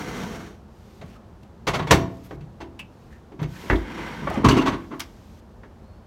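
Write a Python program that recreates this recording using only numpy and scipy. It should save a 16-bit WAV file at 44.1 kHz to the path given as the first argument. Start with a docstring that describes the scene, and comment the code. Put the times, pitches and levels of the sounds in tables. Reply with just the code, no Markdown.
"""A small microwave oven is moved on a kitchen counter, close by, over a low room rumble.
First its feet scrape in stick-slip and a palm brushes the paint. Loose parts rattle; at 1.9 s it lands
and the steel case booms and clatters. Hand pats and light clicks follow. From 3.45 s it tips onto one
edge, lands and is dragged; a rubber foot creaks, it lands again near 4.4 s and loose parts shift.
A soft bump and a faint high whistle end it. The kitchen rings briefly after each blow."""
import sys
import numpy as np
from scipy import signal
from scipy.fft import rfft, irfft, next_fast_len
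from scipy.io import wavfile
from scipy.ndimage import uniform_filter1d

SR = 44100
rng = np.random.default_rng(int(sys.argv[2]) if len(sys.argv) > 2 else 0)


def wrap_up_sound(samples):
    """Save the sound to the file named by the first command line argument, as 16-bit audio."""
    columns = np.atleast_2d(samples).T
    # keep every value between -1 and 1, then stretch to whole-number steps
    tamed = np.clip(columns, -1, 1)
    steps = np.round(tamed * 32767).astype(np.int16)
    wavfile.write(sys.argv[1], SR, steps)


N = 267378
CLOCK_S, RING_S = np.arange(N) / SR, np.arange(SR) / SR

# Spectra. Each row: frequency in Hz, relative level in dB.
RUMBLE_SPECTRUM = [(12, -63), (20, -29), (38, -3), (87, -5), (129, -8), (148, -10.5), (225, -6.5),
                   (282, -20), (324, -14.5), (686, -21), (958, -23), (1820, -34), (2090, -38.5),
                   (4190, -45), (15500, -61.5)]
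HISS_SPECTRUM = [(500, -34), (2000, 4), (4000, 2.5), (6200, 0.5), (8000, -5), (10500, -10), (12800, -5.5),
                 (15500, -13.5)]
TICK_SPECTRUM = [(100, -41.5), (900, 2), (2500, -1.5), (6500, -8), (9000, -13), (15000, -18)]
CREAK_SPECTRUM = [(300, -30), (560, 6.5), (1120, 9), (1650, -23.5), (2200, -5), (4000, -44.5), (8000, -51)]
RASP_SPECTRA = [
    [(280, -34), (440, 12), (560, -6), (700, -3), (950, -8), (1350, -6.5), (2100, -12.5), (2700, -17),
     (4300, -18.5), (4950, -26.5), (6000, -16.5), (8200, -29.5), (15500, -37)],
    [(260, -25), (440, 1.5), (650, -10), (820, -6.5), (960, -1), (1300, -7), (1560, -5), (2100, -7.5),
     (2650, -13.5), (3200, -14), (3700, -17.5), (5800, -28), (8200, -33.5), (15500, -47)],
]  # two tables: flat, on edge
JUDDER_SPECTRUM = [(30, -12), (55, 4), (85, -6), (125, -1.5), (205, 4.5), (290, -1), (360, -1),
                   (450, -28.5), (600, -28), (1200, -85)]
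CLATTER_SPECTRUM = [(30, -30.5), (80, 9.5), (180, -1), (350, 5), (700, 2), (1100, -1.5), (2000, -4),
                    (3500, -7.5), (6200, -11), (8500, -14.5), (15000, -14.5)]
# Decay by band. Each row: frequency in Hz, T60 in seconds.
KITCHEN_DECAY = [(80, 0.51), (300, 0.66), (1000, 0.47), (3000, 0.34), (7000, .3), (10000, 0.22),
                 (15000, 0.33)]
CLATTER_DECAY = [(100, 0.48), (400, 0.19), (1500, 0.146), (5000, 0.11), (15000, 0.16)]
# Modes of the steel case and of the bounce on the feet.
# Each row: frequency in Hz, relative level in dB, nominal T60 in seconds.
CASE_MODES = [(123.5, 1, 0.99), (150.5, 2.5, 0.55), (180, -12, 3.6), (217.5, -6.5, 0.34), (240.7, 2, 0.12),
              (265.25, -8.5, 2.6), (301.2, -1, 0.34), (335.4, -6.5, 0.88), (375.9, 0.5, 0.5), (405, 1, 0.4),
              (504, -10, 0.8), (665, -3.5, 0.81), (729, -30, 3.1), (875, -21, 0.69), (918, 3, 0.067),
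              (938, -14.5, 0.22), (1060, -15, 0.69), (1200, -9, 0.22), (1355, 1, 0.099),
              (1640, -27.5, 0.67), (1810, -6.5, .3), (2045, -2, 0.16), (2040, -13.5, 0.14),
              (2306, -28, 0.13), (2475, -9.5, 0.14), (2840, -14, 0.059), (2902, -19, 0.42),
              (3630, -17, 0.47), (4580, -21.5, .25)]
FOOT_MODES = [(55.3, 10, 0.25), (74, -4.5, 0.09), (88, 10.5, 0.15), (109, 9, 0.079)]
# Resonances of the thin cover. Each row: frequency in Hz, lift in dB.
COVER_PEAKS = [(965, 4), (1115, 5.5), (1530, 3), (1940, 5), (2190, 6.5), (2692, 6.5), (3090, 4.5),
               (3400, 6.5), (3790, 5.5), (4350, 8), (4600, 3.5), (5167, -4), (5560, 2.5), (5727, 4.5),
               (6160, 11.5), (6680, 7), (7515, 6), (8010, 6)]
# Resonances that sing under dragging. Each row: frequency in Hz, width in Hz, lift in dB.
DRAG_PEAKS = [(451, 28, -9.5), (960, 21, 7.5), (1530, 27, 8.5), (2170, 45, 7), (2420, 38, 2), (2710, 45, 3),
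              (3156, 44.5, 10), (5623, 68, 12)]
# Room hum. Each row: frequency in Hz, level in dB.
HUM_TONES = [(82, -55.5), (219, -65.5)]
# Faint whistle. Each row: time in seconds, frequency in Hz, level in dB.
WHISTLE_PATH = [(5.83, 4210, -79), (5.869, 4270, -71), (5.96, 4430, -73), (6.06, 4390, -82.5)]
# Tilt. Each row: time in seconds, share of the weight on one edge from 0 to 1.
EDGE_SHARE = [(3.45, 0.15), (3.7, 0.83)]
# Damping by the hands. Each row: time in seconds, extra decay in dB per second.
HAND_DAMPING = [(1.7, 44), (1.9, 25.5), (2.7, 1), (3.4, 42), (3.7, 112), (4.46, 161), (4.8, 54)]
# Palm strokes. Each row: start in seconds, length in seconds, level in dB.
PALM_BRUSHES = [(0.652, 0.56, -64), (2.843, 0.41, -69), (3.448, 0.42, -50.5), (3.85, .6, -61.5)]
# Clicks and fingertip squeaks. Each row: start in seconds, level in dB, ring in Hz, ring lift in dB,
# chatter in seconds.
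LIGHT_TICKS = [ (1.046, -62, 2700, 4.5, 0.12), (1.151, -57, 1270, 16, 0.014),
               (1.429, -64.5, 2900, 4, .0055), (1.792, -46, 3815, 12, 0.01),
               (2.232, -57.5, 12400, 7, 0.038), (2.79, -40.5, 2648, 12.5, 0.017),
               (3.100, -57.5, 1830, 11.5, 0.062), (3.412, -59, 13000, 8, .02),
               (3.553, -51.5, 1800, 11, 0.013), (3.756, -47.5, 3460, 11.5, .0046),
               (4.299, -51.5, 12000, 3, 0.0036), (4.341, -55, 7000, 5.5, .0041),
               (4.487, -33.5, 4520, 15, 0.01), (4.502, -30, 2860, 13, 0.024),
               (4.575, -35, 2780, 14.5, 0.031), (4.995, -41.5, 13000, 7.5, .004),
               (5.003, -36, 5204, 4, 0.0022)]
# Foot creaks. Each row: start in seconds, level in dB, slip rate in Hz, length in seconds.
FOOT_CREAKS = [(4.27, -23.5, 557, 0.02), (4.306, -31.5, 650, 0.026), (4.341, -29.5, 410, 0.028),
               (4.363, -32, 590, 0.012)]
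# Shoves. Each row: start in seconds, length in seconds, rasp in dB, judder in dB.
COUNTER_SHOVES = [ (-.45, 1.101, -35.5, -34), (3.422, 0.59, -43, -45), (3.709, 0.67, -36, -37),
                  (4.158, 0.35, -36.5, -35), (4.46, 0.46, -43, -34)]
# Soft bumps. Each row: start in seconds, clatter in dB, hardness in Hz, chatter in seconds, ring in Hz,
# boom in dB, boom centre in Hz.
SOFT_BUMPS = [ (1.013, -42.5, 3250, 0.0034, 650, -43.5, 202), (2.308, -37.5, 1670, 0.0024, 430, -41, 295),
              (2.346, -62, 997, 0.011, 403, -40.5, 138), (2.407, -57.5, 6030, 0.0048, 2950, -39, 151.7),
              (2.602, -38.5, 3860, 0.018, 860, -41.5, 301), (3.319, -50, 2100, .005, 401, -47, 304),
              (3.416, -35.5, 1500, 0.00243, 330, -29, 149), (3.428, -36, 4040, 0.0046, 352, -53, 303.3),
              (3.634, -44, 900, 0.0044, 378, -49.5, 288), (4.221, -41, 1700, 0.0088, 1000, -32, 200),
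              (4.271, -30, 1600, .005, 1560, -45.5, 260), (4.303, -31, 1196, 0.0094, 710, -50, 258),
              (4.432, -32, 1010, 0.0098, 1023, -43, 253.2), (5.632, -50, 2080, 0.0057, 1690, -53.5, 262.5)]
# Loose parts. Each row: start in seconds, clatter in dB, hardness in Hz, chatter in seconds, boom in dB.
PART_RATTLES = [ (1.668, -21.5, 5260, 0.017, -34.5), (1.733, -24.5, 4550, 0.025, -41),
                (1.789, -28.5, 2620, 0.012, -29.5), (1.82, -37, 2800, 0.013, -30.5),
                (1.869, -32, 4020, 0.011, -38), (1.899, -33, 4000, .009, -42),
                (3.390, -41, 2703, 0.016, -33), (4.485, -18.5, 6300, 0.0037, -27),
                (4.504, -28.5, 3500, 0.065, -18.5), (4.565, -24, 4260, 0.018, -17.5),
                (4.610, -28, 3370, 0.0146, -44), (4.655, -22, 3560, 0.0278, -27),
                (4.680, -29, 3980, 0.0042, -34), (4.716, -32, 3240, 0.027, -31.5),
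                (4.907, -37, 1952, 0.036, -36)]
# Landings. Each row: start in seconds, clatter in dB, hardness in Hz, chatter in seconds, ring in Hz,
# ring lift in dB, thud in dB, boom in dB, boom centre in Hz, gap to the second foot in seconds,
# its boom in dB, its boom centre in Hz.
FOOT_LANDINGS = [ (1.9084, -10.5, 6530, 0.0051, 800, 3.5, -29, -22.5, 146, .0105, -24, 302.4),
                 (3.6994, -19.5, 1940, 0.00053, 1870, 11, -19.5, -27, 311, 0.024, -26, 305.5),
                 (4.373, -31, 1100, .0034, 624, 10.5, -45.5, -25, 221, .023, -37, 252),
                 (4.4433, -16.5, 5200, 0.009, 1070, 17.5, -20.5, -15, 249, .0135, -15, 112)]


def amp(db):
    """dB to amplitude."""
    return 10 ** (np.asarray(db) / 20)


def unit_rms(x):
    """Scales to rms 1."""
    return x / np.sqrt(np.mean(x ** 2) + 1e-20)


def unit_attack(x):
    """Scales to rms 1 over the first 50 ms."""
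    return x / np.sqrt(np.mean(x[:SR // 20] ** 2) + 1e-20)


def lookup(table, hz):
    """Interpolates over log frequency."""
    table_hz, value = np.transpose(table)
    return np.interp(np.log(hz + 1), np.log(table_hz + 1), value)


def bell(hz, centre_hz, octaves):
    """Resonance hump of height 1."""
    return 1 / (1 + (np.log2((hz + 1) / centre_hz) / octaves) ** 2)


def add(mix, start_s, sound):
    """Mixes in place."""
    part = mix[max(round(start_s * SR), 0):][:len(sound)]
    part += sound[:len(part)]


def filtered(x, gain):
    """Applies gain(hz); output rms 1."""
    size = next_fast_len(len(x))
    return unit_rms(irfft(rfft(x, size) * gain(np.fft.rfftfreq(size, 1 / SR)), size)[:len(x)])


def noise(count, spectrum):
    """Shaped noise, rms 1."""
    return filtered(rng.standard_normal(count), lambda hz: amp(lookup(spectrum, hz)))


def wobble(count, rate_hz):
    """Smooth random drift, rms 1."""
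    return filtered(rng.standard_normal(count), lambda hz: np.exp(-(hz / rate_hz) ** 2))


def noise_tail(decay_table, hold_s=0):
    """Noise that holds, then decays band by band."""
    hz, t, bands = signal.stft(rng.standard_normal(SR), SR, nperseg=256, noverlap=192)
    bands = bands * amp(-60 * np.maximum(t - hold_s, 0) / lookup(decay_table, hz)[:, None])
    return signal.istft(bands, SR, nperseg=256, noverlap=192)[1][:SR]


def rise(tau_s):
    """Exponential onset."""
    return 1 - np.exp(-RING_S / tau_s)


def stroke_speed(length_s):
    """Half sine, rest to rest."""
    return abs(np.sin(np.pi * np.arange(0, length_s, 1 / SR) / length_s))


def by_tilt(time_s, flat, on_edge):
    """Blends two values by the weight on one edge."""
    return flat + np.interp(time_s, *np.transpose(EDGE_SHARE)) * (on_edge - flat)


def background():
    """Room rumble and wavering hum."""
    rumble = amp(-46.5) * noise(N, RUMBLE_SPECTRUM)
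    hum = sum(amp(db) * unit_rms(np.sin(2 * np.pi * hz * CLOCK_S + 0.4 * wobble(N, 12)))
              for hz, db in HUM_TONES)
    return rumble + hum


def hiss(count):
    """Soft, slightly uneven hiss."""
    return noise(count, HISS_SPECTRUM) * amp(0.42 * wobble(count, 40))


def gated_hiss(x, threshold_db=-39, hold_s=0.393, open_db=-63.5, shut_db=-73):
    """Microphone hiss: loud treble opens a gate, which holds, then shuts abruptly."""
    treble = signal.sosfilt(signal.butter(4, 4000, "high", fs=SR, output="sos"), x)
    loud = uniform_filter1d(treble ** 2, size=256) > amp(threshold_db) ** 2
    since_loud_s = CLOCK_S - np.maximum.accumulate(np.where(loud, CLOCK_S, -np.inf))
    opened = uniform_filter1d(1.0 * (since_loud_s < hold_s), size=400)
    return hiss(N) * amp(shut_db + opened * (open_db - shut_db))


def kitchen(x):
    """Diffuse echo from counter, cupboards and walls."""
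    tail = noise_tail(KITCHEN_DECAY) * (1 - np.exp(-(RING_S / 0.0076) ** 2))
    return signal.fftconvolve(x, tail / np.linalg.norm(tail))[:N]


def whistle():
    """Thin, faint, wavering tone."""
    time_s, hz, db = np.transpose(WHISTLE_PATH)
    cycles = np.cumsum(np.interp(CLOCK_S, time_s, hz) + 60 * wobble(N, 84)) / SR
    return amp(np.interp(CLOCK_S, time_s, db)) * (CLOCK_S > time_s[0]) * np.sin(2 * np.pi * cycles)


def brush(length_s, db):
    """A palm rubs the paint; hiss follows speed."""
    speed = stroke_speed(length_s)
    return amp(db) * speed ** 0.99 * hiss(len(speed))


def contact(gain, decay_table, chatter_s, grain_db, crack):
    """Surfaces chatter in tiny cracks, then dense modes ring out."""
    dense_modes = noise_tail(decay_table, hold_s=chatter_s)
    touching = np.exp(-(RING_S / (chatter_s + 0.0014)) ** 2)
    grains = amp(grain_db * wobble(SR, 520) * touching) * (1 + crack * touching)
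    excitation = dense_modes * grains * rise(0.26 * chatter_s)
    # Minimum phase: no ringing ahead of a crack.
    log_gain = np.log(gain(abs(np.fft.fftfreq(8192, 1 / SR))) + 1e-5)
    body = np.fft.ifft(np.exp(np.conj(signal.hilbert(log_gain)))).real
    return unit_attack(signal.fftconvolve(excitation, body[:len(body) // 2])[:SR])


def tick(db, ring_hz, lift_db, chatter_s):
    """A light snap or squeak without boom or thud: one sharp resonance with wide skirts."""
    def gain(hz):
        peak = 1.4 * bell(hz, ring_hz, octaves=0.3) + 0.42 * bell(hz, ring_hz, octaves=0.06)
        return amp(lookup(TICK_SPECTRUM, hz) + lift_db * peak)
    return amp(db) * contact(gain, [(1000, 0.15), (12000, 0.075)], chatter_s, grain_db=3.5, crack=1.5)


def creak(db, slip_hz, length_s):
    """A rubber foot slips almost regularly, giving harmonics."""
    t = RING_S[:round(length_s * SR)]
    cycles = np.cumsum(slip_hz * (1 + 0.027 * wobble(len(t), 76))) / SR
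    slips = sum(amp(lookup(CREAK_SPECTRUM, k * slip_hz)) * np.sin(2 * np.pi * k * cycles)
                for k in range(1, 12))
    envelope = signal.windows.tukey(len(t), 0.35) * np.exp(-0.5 * t / length_s)
    return amp(db) * unit_rms(slips) * envelope


def drag_gain(hz):
    """Narrow resonances of the dragged case."""
    modes_db = 5.6 * sum(bell(hz, mode_hz, octaves=0.00533) for mode_hz, _, _ in CASE_MODES)
    singing_db = sum(db / (1 + (2 * (hz - peak_hz) / width_hz) ** 2)
                     for peak_hz, width_hz, db in DRAG_PEAKS)
    return amp(modes_db + singing_db)


def slide(start_s, length_s, rasp_db, judder_db, slips_per_s=2200):
    """Stick-slip under the feet excites the case; the panels judder along."""
    speed = stroke_speed(length_s)[max(round(-start_s * SR), 0):]
    count, middle_s = len(speed), start_s + length_s / 2
    def rasp_gain(hz):
        flat_db, edge_db = (lookup(spectrum, hz) for spectrum in RASP_SPECTRA)
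        return amp(by_tilt(middle_s, flat_db, edge_db)) * drag_gain(hz)
    slips = rng.standard_normal(count) * (rng.random(count) < slips_per_s / SR)
    rasp = filtered(slips + 0.48 * rng.standard_normal(count), rasp_gain)
    rasp += amp(by_tilt(middle_s, -12.5, -23)) * hiss(count)
    judder = filtered(rng.standard_normal(count),
                      lambda hz: amp(lookup(JUDDER_SPECTRUM, hz)) * drag_gain(hz))
    flutter = amp(1.3 * wobble(count, 32.3))
    return flutter * (amp(rasp_db) * rasp * speed ** 1.95 + amp(judder_db) * judder * speed ** 1.86)


def cover_gain(hz):
    """Narrow, bright resonances of the thin cover."""
    return amp(sum(db / (1 + ((hz - peak_hz) / (16 + 0.0047 * peak_hz)) ** 2)
                   for peak_hz, db in COVER_PEAKS))


def ring(modes, weight, damping_db_per_s, t60_scale=0.93):
    """Struck modes: slightly detuned sines with added damping."""
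    hz, db, t60_s = np.transpose(modes)[:, :, None]
    detune = 1 + 0.0038 * rng.standard_normal(hz.shape)
    decay_db_per_s = 60 / (t60_s * t60_scale) + damping_db_per_s
    envelopes = weight(hz) * amp(db - decay_db_per_s * RING_S)
    return (envelopes * np.sin(2 * np.pi * hz * detune * RING_S)).sum(0)


def knock(start_s, db, hard_hz, chatter_s, ring_hz, lift_db, thud_db, boom_db, boom_hz, metal_db):
    """One blow: clatter and steel ring, brighter if harder; panel boom; foot thud. Hands damp modes."""
    grip_db_per_s = np.interp(start_s, *np.transpose(HAND_DAMPING))
    mid_dip_db = by_tilt(start_s, -0.5, 3.5)
    build_s = 0.25 * chatter_s
    def force(hz):
        colour_db = lift_db * bell(hz, ring_hz, octaves=0.3) - mid_dip_db * bell(hz, 700, octaves=0.12)
        return amp(colour_db) * (0.0068 + 1 / np.sqrt(1 + (hz / hard_hz) ** 4))
    clatter = contact(lambda hz: amp(lookup(CLATTER_SPECTRUM, hz)) * force(hz) * cover_gain(hz),
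                      CLATTER_DECAY, chatter_s, grain_db=0.5, crack=0.37)
    metal = ring(CASE_MODES, lambda hz: force(hz) * hz / (hz + 600), grip_db_per_s + 10)
    boom = ring(CASE_MODES, lambda hz: bell(hz, boom_hz, octaves=0.3), grip_db_per_s)
    first_swing = 1 + 1.5 * np.exp(-RING_S / 0.033)
    thud = ring(FOOT_MODES, np.ones_like, 0.2 * grip_db_per_s)
    return (amp(db - 1.5) * clatter
            + amp(db + metal_db) * unit_attack(metal * rise(0.004 + build_s))
            + amp(boom_db) * unit_attack(boom * rise(0.0045 + build_s) * first_swing)
            + amp(thud_db) * unit_attack(thud * rise(0.017)))


def bumps():
    """Hands and feet bump the case softly; the nearest panel booms."""
    mix = np.zeros(N)
    for start_s, db, hard_hz, chatter_s, ring_hz, boom_db, boom_hz in SOFT_BUMPS:
        add(mix, start_s, knock(start_s, db, hard_hz, chatter_s, ring_hz, lift_db=8.5,
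                                thud_db=boom_db - 8, boom_db=boom_db, boom_hz=boom_hz, metal_db=-16))
    return mix


def rattles():
    """Loose parts chatter on the case; tilt moves the boom to a higher-pitched panel."""
    mix = np.zeros(N)
    for start_s, db, hard_hz, chatter_s, boom_db in PART_RATTLES:
        add(mix, start_s, knock(start_s, db, hard_hz, chatter_s, ring_hz=1070,
                                lift_db=by_tilt(start_s, 4.5, 9.5), thud_db=db - 14.5,
                                boom_db=boom_db, boom_hz=by_tilt(start_s, 165.4, 283), metal_db=-13))
    return mix


def landings(metal_db=-15.5):
    """The oven lands on one foot, then on the next with weaker, duller clatter and its own boom."""
    mix = np.zeros(N)
    for start_s, *first_foot, gap_s, second_db, second_hz in FOOT_LANDINGS:
        add(mix, start_s, knock(start_s, *first_foot, metal_db))
        db, hard_hz, _, ring_hz, lift_db, thud_db, _, _ = first_foot
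        second = knock(start_s, db - 8.5, 0.61 * hard_hz, chatter_s=0.007, ring_hz=ring_hz,
                       lift_db=lift_db / 2, thud_db=thud_db - 4.5,
                       boom_db=second_db, boom_hz=second_hz, metal_db=metal_db)
        add(mix, start_s + gap_s, second)
    return mix


def scene():
    """Oven in the kitchen, mono; the clicks are drier."""
    oven = landings() + rattles() + bumps()
    clicks = np.zeros(N)
    for start_s, *settings in LIGHT_TICKS:
        add(clicks, start_s, tick(*settings))
    for start_s, *settings in FOOT_CREAKS:
        add(oven, start_s, creak(*settings))
    for start_s, *settings in COUNTER_SHOVES:
        add(oven, start_s, slide(start_s, *settings))
    for start_s, *settings in PALM_BRUSHES:
        add(oven, start_s, brush(*settings))
    echo = kitchen(amp(-14.5) * oven + amp(-17) * clicks)
    return (oven + clicks + echo + background() + whistle())[None]


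def record(dry, low_cut_hz=42, top_hz=15950):
    """Microphone: gated hiss, bass cut, soft overload, band limit."""
    highpass = signal.butter(4, low_cut_hz, "high", fs=SR, output="sos")
    thinned = signal.sosfilt(highpass, dry + gated_hiss(dry[0]))
    clipped = thinned / (1 + thinned ** 8) ** (1 / 8)
    lowpass = signal.firwin(511, top_hz, window=("kaiser", 9), fs=SR)
    return signal.oaconvolve(clipped, lowpass[None], "same")


dry = scene()
out = record(dry)
wrap_up_sound(out)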